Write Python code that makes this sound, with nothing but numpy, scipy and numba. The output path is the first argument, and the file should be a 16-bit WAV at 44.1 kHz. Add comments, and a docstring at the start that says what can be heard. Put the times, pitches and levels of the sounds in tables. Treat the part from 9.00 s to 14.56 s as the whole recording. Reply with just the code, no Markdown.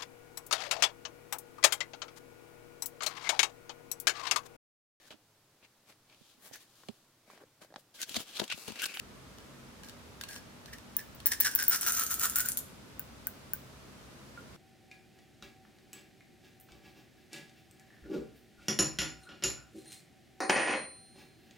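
"""Small hard beads, shaken from a little glass bottle into a glass dish, close up in a quiet room.
The cork creaks and twists faintly, beads and glass tick in the hand, then each shake sends a surge
of beads through the neck. They clack together, tink on the glass and ring the air in the bottle,
lower as it empties. A few last taps follow, and a soft knock as the bottle is put aside."""
import sys
import numpy as np
from scipy import signal
from scipy.fft import rfft, irfft, next_fast_len
from scipy.io import wavfile
from scipy.ndimage import uniform_filter1d
from numba import njit

SR = 44100
rng = np.random.default_rng(int(sys.argv[2]) if len(sys.argv) > 2 else 0)


def put_to_file(sound):
    """Save the sound as 16-bit audio at rate SR, in the file named by the first command-line argument."""
    columns = np.atleast_2d(sound).T  # one column per channel
    safe = np.clip(columns, -1, 1)
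    whole_steps = np.round(safe * 32767)
    wavfile.write(sys.argv[1], SR, whole_steps.astype(np.int16))


N = 245333
TIME_S = np.arange(N) / SR


def from_db(db):
    return 10 ** (np.asarray(db) / 20)


def unit_rms(x):
    return x / np.sqrt(np.mean(x ** 2) + 1e-20)


def evened(x, window_s):
    """Hold short-term power near 1."""
    return x / np.sqrt(np.abs(uniform_filter1d(x ** 2, int(window_s * SR))) + 1e-12)


def at_hz(points, hz):
    """Interpolate a table over log frequency."""
    known_hz, values = np.transpose(points)
    return np.interp(np.log(np.maximum(hz, 1)), np.log(known_hz), values)


def add(track, start_s, sound):
    start = int(round(start_s * SR))
    track[:, start:start + sound.shape[-1]] += sound[..., :N - start]


def coloured(x, colour, size=1024):
    """Minimum-phase, unit-energy filter with the given spectrum."""
    cepstrum = irfft(np.log(from_db(at_hz(colour, np.fft.rfftfreq(size, 1 / SR)))))
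    cepstrum[1:size // 2] *= 2
    cepstrum[size // 2 + 1:] = 0
    response = irfft(np.exp(rfft(cepstrum)))
    return signal.oaconvolve(x, [response / np.linalg.norm(response)], axes=1)[:, :N]


@njit
def two_pole(x, angle_rad, radius):
    """Moving band-pass, peak gain 1."""
    y = np.zeros(len(x))
    for i in range(2, len(x)):
        drive = (1 - radius ** 2) / 2 * (x[i] - x[i - 2])
        y[i] = drive + 2 * radius * np.cos(angle_rad[i]) * y[i - 1] - radius ** 2 * y[i - 2] + 1e-18
    return y


def resonance(x, curve, width_hz):
    """Stereo resonator following a (t/s, f/Hz) curve."""
    angle_rad = 2 * np.pi * np.interp(TIME_S, *np.transpose(curve)) / SR
    radius = np.exp(-np.pi * width_hz / SR)
    return np.array([two_pole(side, angle_rad, radius) for side in x])


def contacts(rows, chatter, chatter_s, size=256):
    """Per row, one sharp push and a brief chatter, different on each side."""
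    track, t = np.zeros((2, N)), np.arange(size) / SR
    for (start_s, db, *_), grit in zip(rows, rng.standard_normal((len(rows), 2, size))):
        push = chatter * grit * np.exp(-t / chatter_s)
        push[:, 0] = 1
        add(track, start_s, from_db(db) * push / np.linalg.norm(push[0]))
    return track


def emptying_db(t, full_db, empty_db, start_s=2.55, span_s=0.36):
    """Gain ramp as the bottle empties."""
    return np.interp(t, [start_s, start_s + span_s], [full_db, empty_db])


# Room air spectrum: f/Hz, level/dB
ROOM_AIR = [(15, -63), (25, -32), (53, -2), (137, -4.5), (170, -5), (236, -3), (285, -5), (317, -7.5),
            (641, -10), (695, -13.5), (1330, -13), (1700, -16.5), (5000, -22), (13600, -31.5),
            (16000, -38.5)]
# Hum notes: f/Hz, level/dB
HUM_NOTES = [(66, -69.5), (93.5, -74), (134, -67.5), (198, -70.5), (238, -68.5)]
# Left-right likeness: f/Hz, coherence
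COHERENCE = [(30, 1), (80, 0.7), (170, 0.69), (350, 0.47), (700, 0.27), (1500, 0.11), (4000, 0.011),
             (12000, 0.071)]


def room_tone(air_db=-55.5, hum_width_hz=1.9):
    """Steady air noise and wavering hum, alike on both sides only in the bass."""
    size = next_fast_len(N)
    hz = np.fft.rfftfreq(size, 1 / SR)
    mid, side = rfft(rng.standard_normal((2, size)))
    alike = np.clip(at_hz(COHERENCE, hz), -1, 1)
    noise = np.sqrt(1 + alike) * mid + np.sqrt(1 - alike) * side * [[1], [-1]]
    air = from_db(air_db) * unit_rms(from_db(at_hz(ROOM_AIR, hz)))
    hum = sum(from_db(db) * unit_rms(1 / (1 + ((hz - note_hz) / hum_width_hz) ** 2))
              for note_hz, db in HUM_NOTES)
    return irfft(noise * np.hypot(air, hum), size)[:, :N]


# Faint cork creaks, then beads and glass ticking in the hand: t/s, level/dB
TICKS = [(0.3845, -38), (0.403, -48), (0.834, -34.5), (0.8457, -39), (0.8859, -35), (0.8957, -33.5),
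         (1.2116, -24), (1.2367, -25.5), (1.2885, -31), (1.3096, -33.5), (1.3312, -34), (1.3618, -30.5),
         (1.3783, -40), (1.6587, -34.5), (1.7354, -34.5), (1.784, -37), (2.2023, -34.5)]
# Tick spectrum: f/Hz, level/dB
TICK_COLOUR = [(300, -11), (1000, 7), (2000, 6.5), (3400, 9.5), (4300, 9), (5200, 8), (7000, 6),
               (10000, 3.5), (16000, -2.5)]
# Modes of the full, held bottle: f/Hz, level/dB, width/Hz
HELD_MODES = [(2960, -5, 300), (4380, 2.5, 110), (5630, -2, 160)]


def handling():
    """Cork creaks and light ticks briefly ring the full bottle."""
    ticks = coloured(contacts(TICKS, chatter=1.0, chatter_s=0.0021), TICK_COLOUR)
    return ticks + sum(from_db(db) * resonance(ticks, [(0, hz)], width_hz)
                       for hz, db, width_hz in HELD_MODES)


# Air resonance of the bottle: t/s, f/Hz
AIR_MODE = [(1.3, 1623), (1.75, 1760), (2.42, 1710), (2.48, 1534), (2.62, 1534), (2.74, 1400), (3.05, 1320),
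            (3.25, 1314), (3.5, 1530), (4.55, 1530)]


def bottle_knocks(thud_db=-17, thud_hz=1450):
    """Contacts ring the air inside; blows on glass also thud, and count more once the beads are gone."""
    blows = [(t, db + emptying_db(t, full_db=-5, empty_db=12)) for t, db, _ in GLASS_HITS]
    on_glass = contacts(blows, chatter=0.015, chatter_s=0.00072)
    on_beads = from_db(-1) * contacts(BEAD_HITS, chatter=0.06, chatter_s=0.00044)
    ticks = from_db(21) * contacts(TICKS, chatter=0.021, chatter_s=0.00096)
    ring = resonance(on_glass + on_beads + ticks, AIR_MODE, width_hz=32)
    thud = resonance(on_glass, [(0, thud_hz)], width_hz=1300)
    return ring + from_db(thud_db) * thud


# A faint cork twist, then bead surges: t/s, hold/s, rattle level/dB, air re rattle/dB
SURGES = [(0.838, .06, -64, 0), (1.286, 0.088, -55, 1.5), (1.68, .005, -65.5, 9.5),
          (1.73, .005, -53.5, 4.5), (1.988, 0.0054, -50, 6), (2.265, 0.0085, -38.5, -5),
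          (2.317, 0.0027, -31.5, -1.5), (2.402, 0.035, -40.5, -6), (2.450, 0.018, -32, 2),
          (2.59, .012, -36, 0.5), (2.617, 0.0068, -40, 1), (2.713, 0.037, -33.5, -2),
          (2.82, 0.027, -39.5, -5), (2.865, 0.035, -34, -1.5), (2.936, 0.035, -38, -6),
          (2.978, 0.048, -38.5, 0.5), (3.106, 0.02, -39, -1.5), (3.209, 0.024, -38, -3),
          (3.235, 0.021, -35, 1), (3.359, 0.019, -40, 3), (3.389, 0.015, -37.5, 0),
          (3.453, 0.0031, -43.5, 4), (3.486, 0.0055, -43.5, -5)]
# Thin trickle between shakes: one row, same columns
TRICKLE = (2.5, 0.98, -50, -3)


def flow(fall_db_per_s, of_air, swell_db_per_s=2200):
    """Envelope of the rattle or the air it stirs: swell, hold, fall."""
    power = 0
    for start_s, hold_s, rattle_db, air_db in SURGES + [TRICKLE]:
        top_db = rattle_db + air_db if of_air else rattle_db
        before_db = swell_db_per_s * np.maximum(start_s - TIME_S, 0)
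        after_db = fall_db_per_s * np.maximum(TIME_S - start_s - hold_s, 0)
        power += from_db(top_db - np.minimum(before_db + after_db, 120)) ** 2
    return np.sqrt(power)


# Rattle spectrum up to 15 kHz, then a steep low-pass: f/Hz, level/dB
RATTLE_FILTER = [(200, -16.5), (600, -10.5), (1100, -8), (2100, -7.5), (3800, -3), (5500, 0), (8000, 2),
                 (10000, 4.5), (12000, -5.5), (14000, 1.5), (15300, -5), (16000, -69)]
# Lengthwise air resonance: t/s, f/Hz
LENGTH_MODE = [(2.75, 5440), (2.98, 6400), (3.3, 6900)]


def rattle(hits_per_s=2000, spread_db=3.5, side_spread_db=19, mouth_cutoff_hz=1070):
    """The cork twists, then beads jostle through the neck. Returns clatter and the longer air ring."""
    sizes = from_db(spread_db * np.minimum(rng.exponential(1, N), 3)) * rng.choice([-1, 1], N)
    hits = sizes * (rng.random(N) < hits_per_s / SR)
    clatter = coloured(hits * from_db(side_spread_db * rng.random((2, N))), RATTLE_FILTER)
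    length_ring = from_db(6) * resonance(clatter, LENGTH_MODE, width_hz=410)
    clatter = evened(clatter + length_ring, window_s=0.02)
    bared_glass = from_db(emptying_db(TIME_S, full_db=-8, empty_db=13.5))
    glass_ring = bared_glass * resonance(clatter, [(0, GLASS_MODES[1][0])], width_hz=510)
    air = resonance([hits, hits], AIR_MODE, width_hz=89)
    # the small mouth radiates little below resonance
    air = signal.sosfilt(signal.butter(4, mouth_cutoff_hz, "high", fs=SR, output="sos"), air)
    return (flow(fall_db_per_s=654, of_air=False) * (clatter + glass_ring),
            flow(fall_db_per_s=512, of_air=True) * evened(air, window_s=0.016))


# Bead on glass: t/s, level/dB, T60/s
GLASS_HITS = [(1.9673, -5.5, 0.0098), (2.1496, -32, .003), (2.159, -37, 0.0037), (2.2591, -4, 0.0044),
              (2.2645, -4, .006), (2.269, -1, 0.0045), (2.2766, -12, .008), (2.4027, -2.5, .0042),
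              (2.4066, -1, .0043), (2.4108, -2, 0.0033), (2.551, -2.5, 0.0093), (2.5589, -3.5, 0.0061),
              (2.629, -11.5, 0.0061), (2.6814, -2.5, 0.027), (2.696, -5.5, 0.029), (2.8728, -11, 0.016),
              (2.993, -19, .022), (3.3652, -10, .014), (3.386, -6.5, .008), (3.459, -17, .012),
              (3.995, -13.5, .0033), (4.27, -7, .0022), (4.535, -7, 0.0025)]
# Glass modes: f/Hz, level/dB
GLASS_MODES = [(14400, -7), (15080, 0), (15330, -3)]
# Impact spectrum: f/Hz, level/dB
CRACK_COLOUR = [(300, -60), (1000, -8.5), (4500, -7), (7500, -0.5), (11000, 4), (13000, 10.5), (15200, -6),
                (16500, 5)]


def tinks(crack_db=2.5, ring_db=-3.5, vary_db=4.5, attack_s=0.0001, size=2048):
    """Each blow cracks and rings the glass modes in its own mix; fingers and beads damp them."""
    pushes = contacts(GLASS_HITS, chatter=0.07, chatter_s=0.0015)
    track = from_db(crack_db) * coloured(pushes, CRACK_COLOUR)
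    t = np.arange(size) / SR
    mode_hz, mode_db = np.transpose(GLASS_MODES)
    for start_s, db, t60_s in GLASS_HITS:
        gains = from_db(mode_db + vary_db * rng.standard_normal(len(mode_db)))
        modes = gains @ np.cos(2 * np.pi * np.outer(mode_hz, t))
        ring = modes * from_db(-60 * t / t60_s) * (1 - np.exp(-t / attack_s))
        add(track, start_s, from_db(db + ring_db) * ring / np.abs(ring).max())
    return track


# Bead on bead: t/s, level/dB, ping f/Hz
BEAD_HITS = [(2.4490, -19, 8050), (2.4655, -27, 8300), (2.514, -23, 14800), (2.6389, -16, 9800),
             (2.76, -11.5, 14000), (2.8112, -12, 14500), (2.8241, -28, 10000), (2.922, -10.5, 9600),
             (2.973, -16, 6440), (2.9964, -11, 10300), (3.0365, -13.5, 12800), (3.0655, -16, 6480),
             (3.1005, -20, 6540), (3.1128, -13, 12900), (3.142, -12, 13400), (3.1964, -12.5, 13500),
             (3.2360, -13, 14100), (3.2559, -12, 10700), (3.2978, -13, 13800), (3.3583, -8.5, 10800),
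             (3.4052, -9.5, 14100), (3.4605, -20, 7100), (3.4872, -10.5, 10200), (3.5192, -16, 9600),
             (3.5728, -10.5, 12900), (3.578, -19, 12800), (3.5895, -20.5, 11800)]
# Impact spectrum: f/Hz, level/dB
SNAP_COLOUR = [(300, -57), (1000, -27), (2500, -6), (4200, -3.5), (6500, 5.5), (10000, 8), (14000, 7),
               (16500, -16)]


def clacks(snap_db=5.7, ping_db=-9, t60_cycles=74, size=512):
    """A bead lands on others: a snap, the lengthwise air ring and a ping at its own pitch."""
    pushes = contacts(BEAD_HITS, chatter=0.14, chatter_s=0.0007)
    snaps = from_db(snap_db) * coloured(pushes, SNAP_COLOUR)
    length_ring = from_db(-2) * resonance(snaps, LENGTH_MODE, width_hz=210)
    pings, t = np.zeros((2, N)), np.arange(size) / SR
    for start_s, db, hz in BEAD_HITS:
        envelope = from_db(db + ping_db - 60 * t * hz / t60_cycles)
        add(pings, start_s, envelope * np.cos(2 * np.pi * hz * t))
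    return snaps + length_ring + pings


def set_down(start_s=5.3755, level_db=-40.5, hz=1410, t60_s=0.1, size=4096):
    """The empty bottle is put aside: the soft blow wakes one hollow note."""
    track, t = np.zeros((2, N)), np.arange(size) / SR
    add(track, start_s, from_db(level_db - 60 * t / t60_s) * np.sin(2 * np.pi * hz * t))
    return track


def placed(x, right_db, lag_s=66e-6):
    """Source on the left: the right channel arrives later, at its own level."""
    size = next_fast_len(N)
    delay = np.exp(-2j * np.pi * np.fft.rfftfreq(size, 1 / SR) * lag_s)
    late = irfft(rfft(x[1], size) * delay, size)[:N]
    return np.array([x[0], from_db(right_db) * late])


# Room decay: f/Hz, T60/s
ROOM_DECAY = [(1500, 0.82), (6000, 0.46), (15000, 0.28)]


def reverb(x, early_db=-2.5, early_t60_s=0.1, tail_db=-10, size=16384):
    """Quick scatter from dish and table, then a tail that dies sooner in the treble."""
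    t, hz = np.arange(size) / SR, np.fft.rfftfreq(size, 1 / SR)
    white = rfft(rng.standard_normal((2, size)))
    band_hz, band_t60_s = np.transpose(ROOM_DECAY)
    tail = 0
    for band, t60_s in zip(np.eye(len(band_hz)), band_t60_s):
        tail += irfft(white * np.interp(hz, band_hz, band)) * from_db(-60 * t / t60_s)
    tail = from_db(tail_db) * unit_rms(tail * (t > 0.005))
    early = rng.standard_normal((2, size)) * from_db(-60 * t / early_t60_s)
    early = from_db(early_db) * unit_rms(early * (t > 0.0005))
    return signal.oaconvolve(x[None], (early + tail) / np.sqrt(size), axes=1)[:, :N]


def scene():
    """Hard contacts, the hollow note they wake in the bottle, and the room."""
    clatter, stirred_air = rattle()
    glass = tinks()
    beads = clacks()
    jostle = from_db(3) * clatter + from_db(9.5) * handling()
    hollow = from_db(-2) * stirred_air + bottle_knocks() + set_down()
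    direct = (placed(glass + beads, right_db=-5.5) + placed(jostle, right_db=-0.5)
              + placed(hollow, right_db=1.9, lag_s=50e-6))
    send = from_db(-7.5) * glass + beads + from_db(-3.5) * (jostle + hollow)
    return direct + reverb(send[0]) + room_tone()


def record(dry):
    """Steep low-pass."""
    cutoff_hz = 16500
    return signal.sosfilt(signal.ellip(10, 0.2, 70, cutoff_hz, fs=SR, output="sos"), dry)


dry = scene()
out = record(dry)
put_to_file(out)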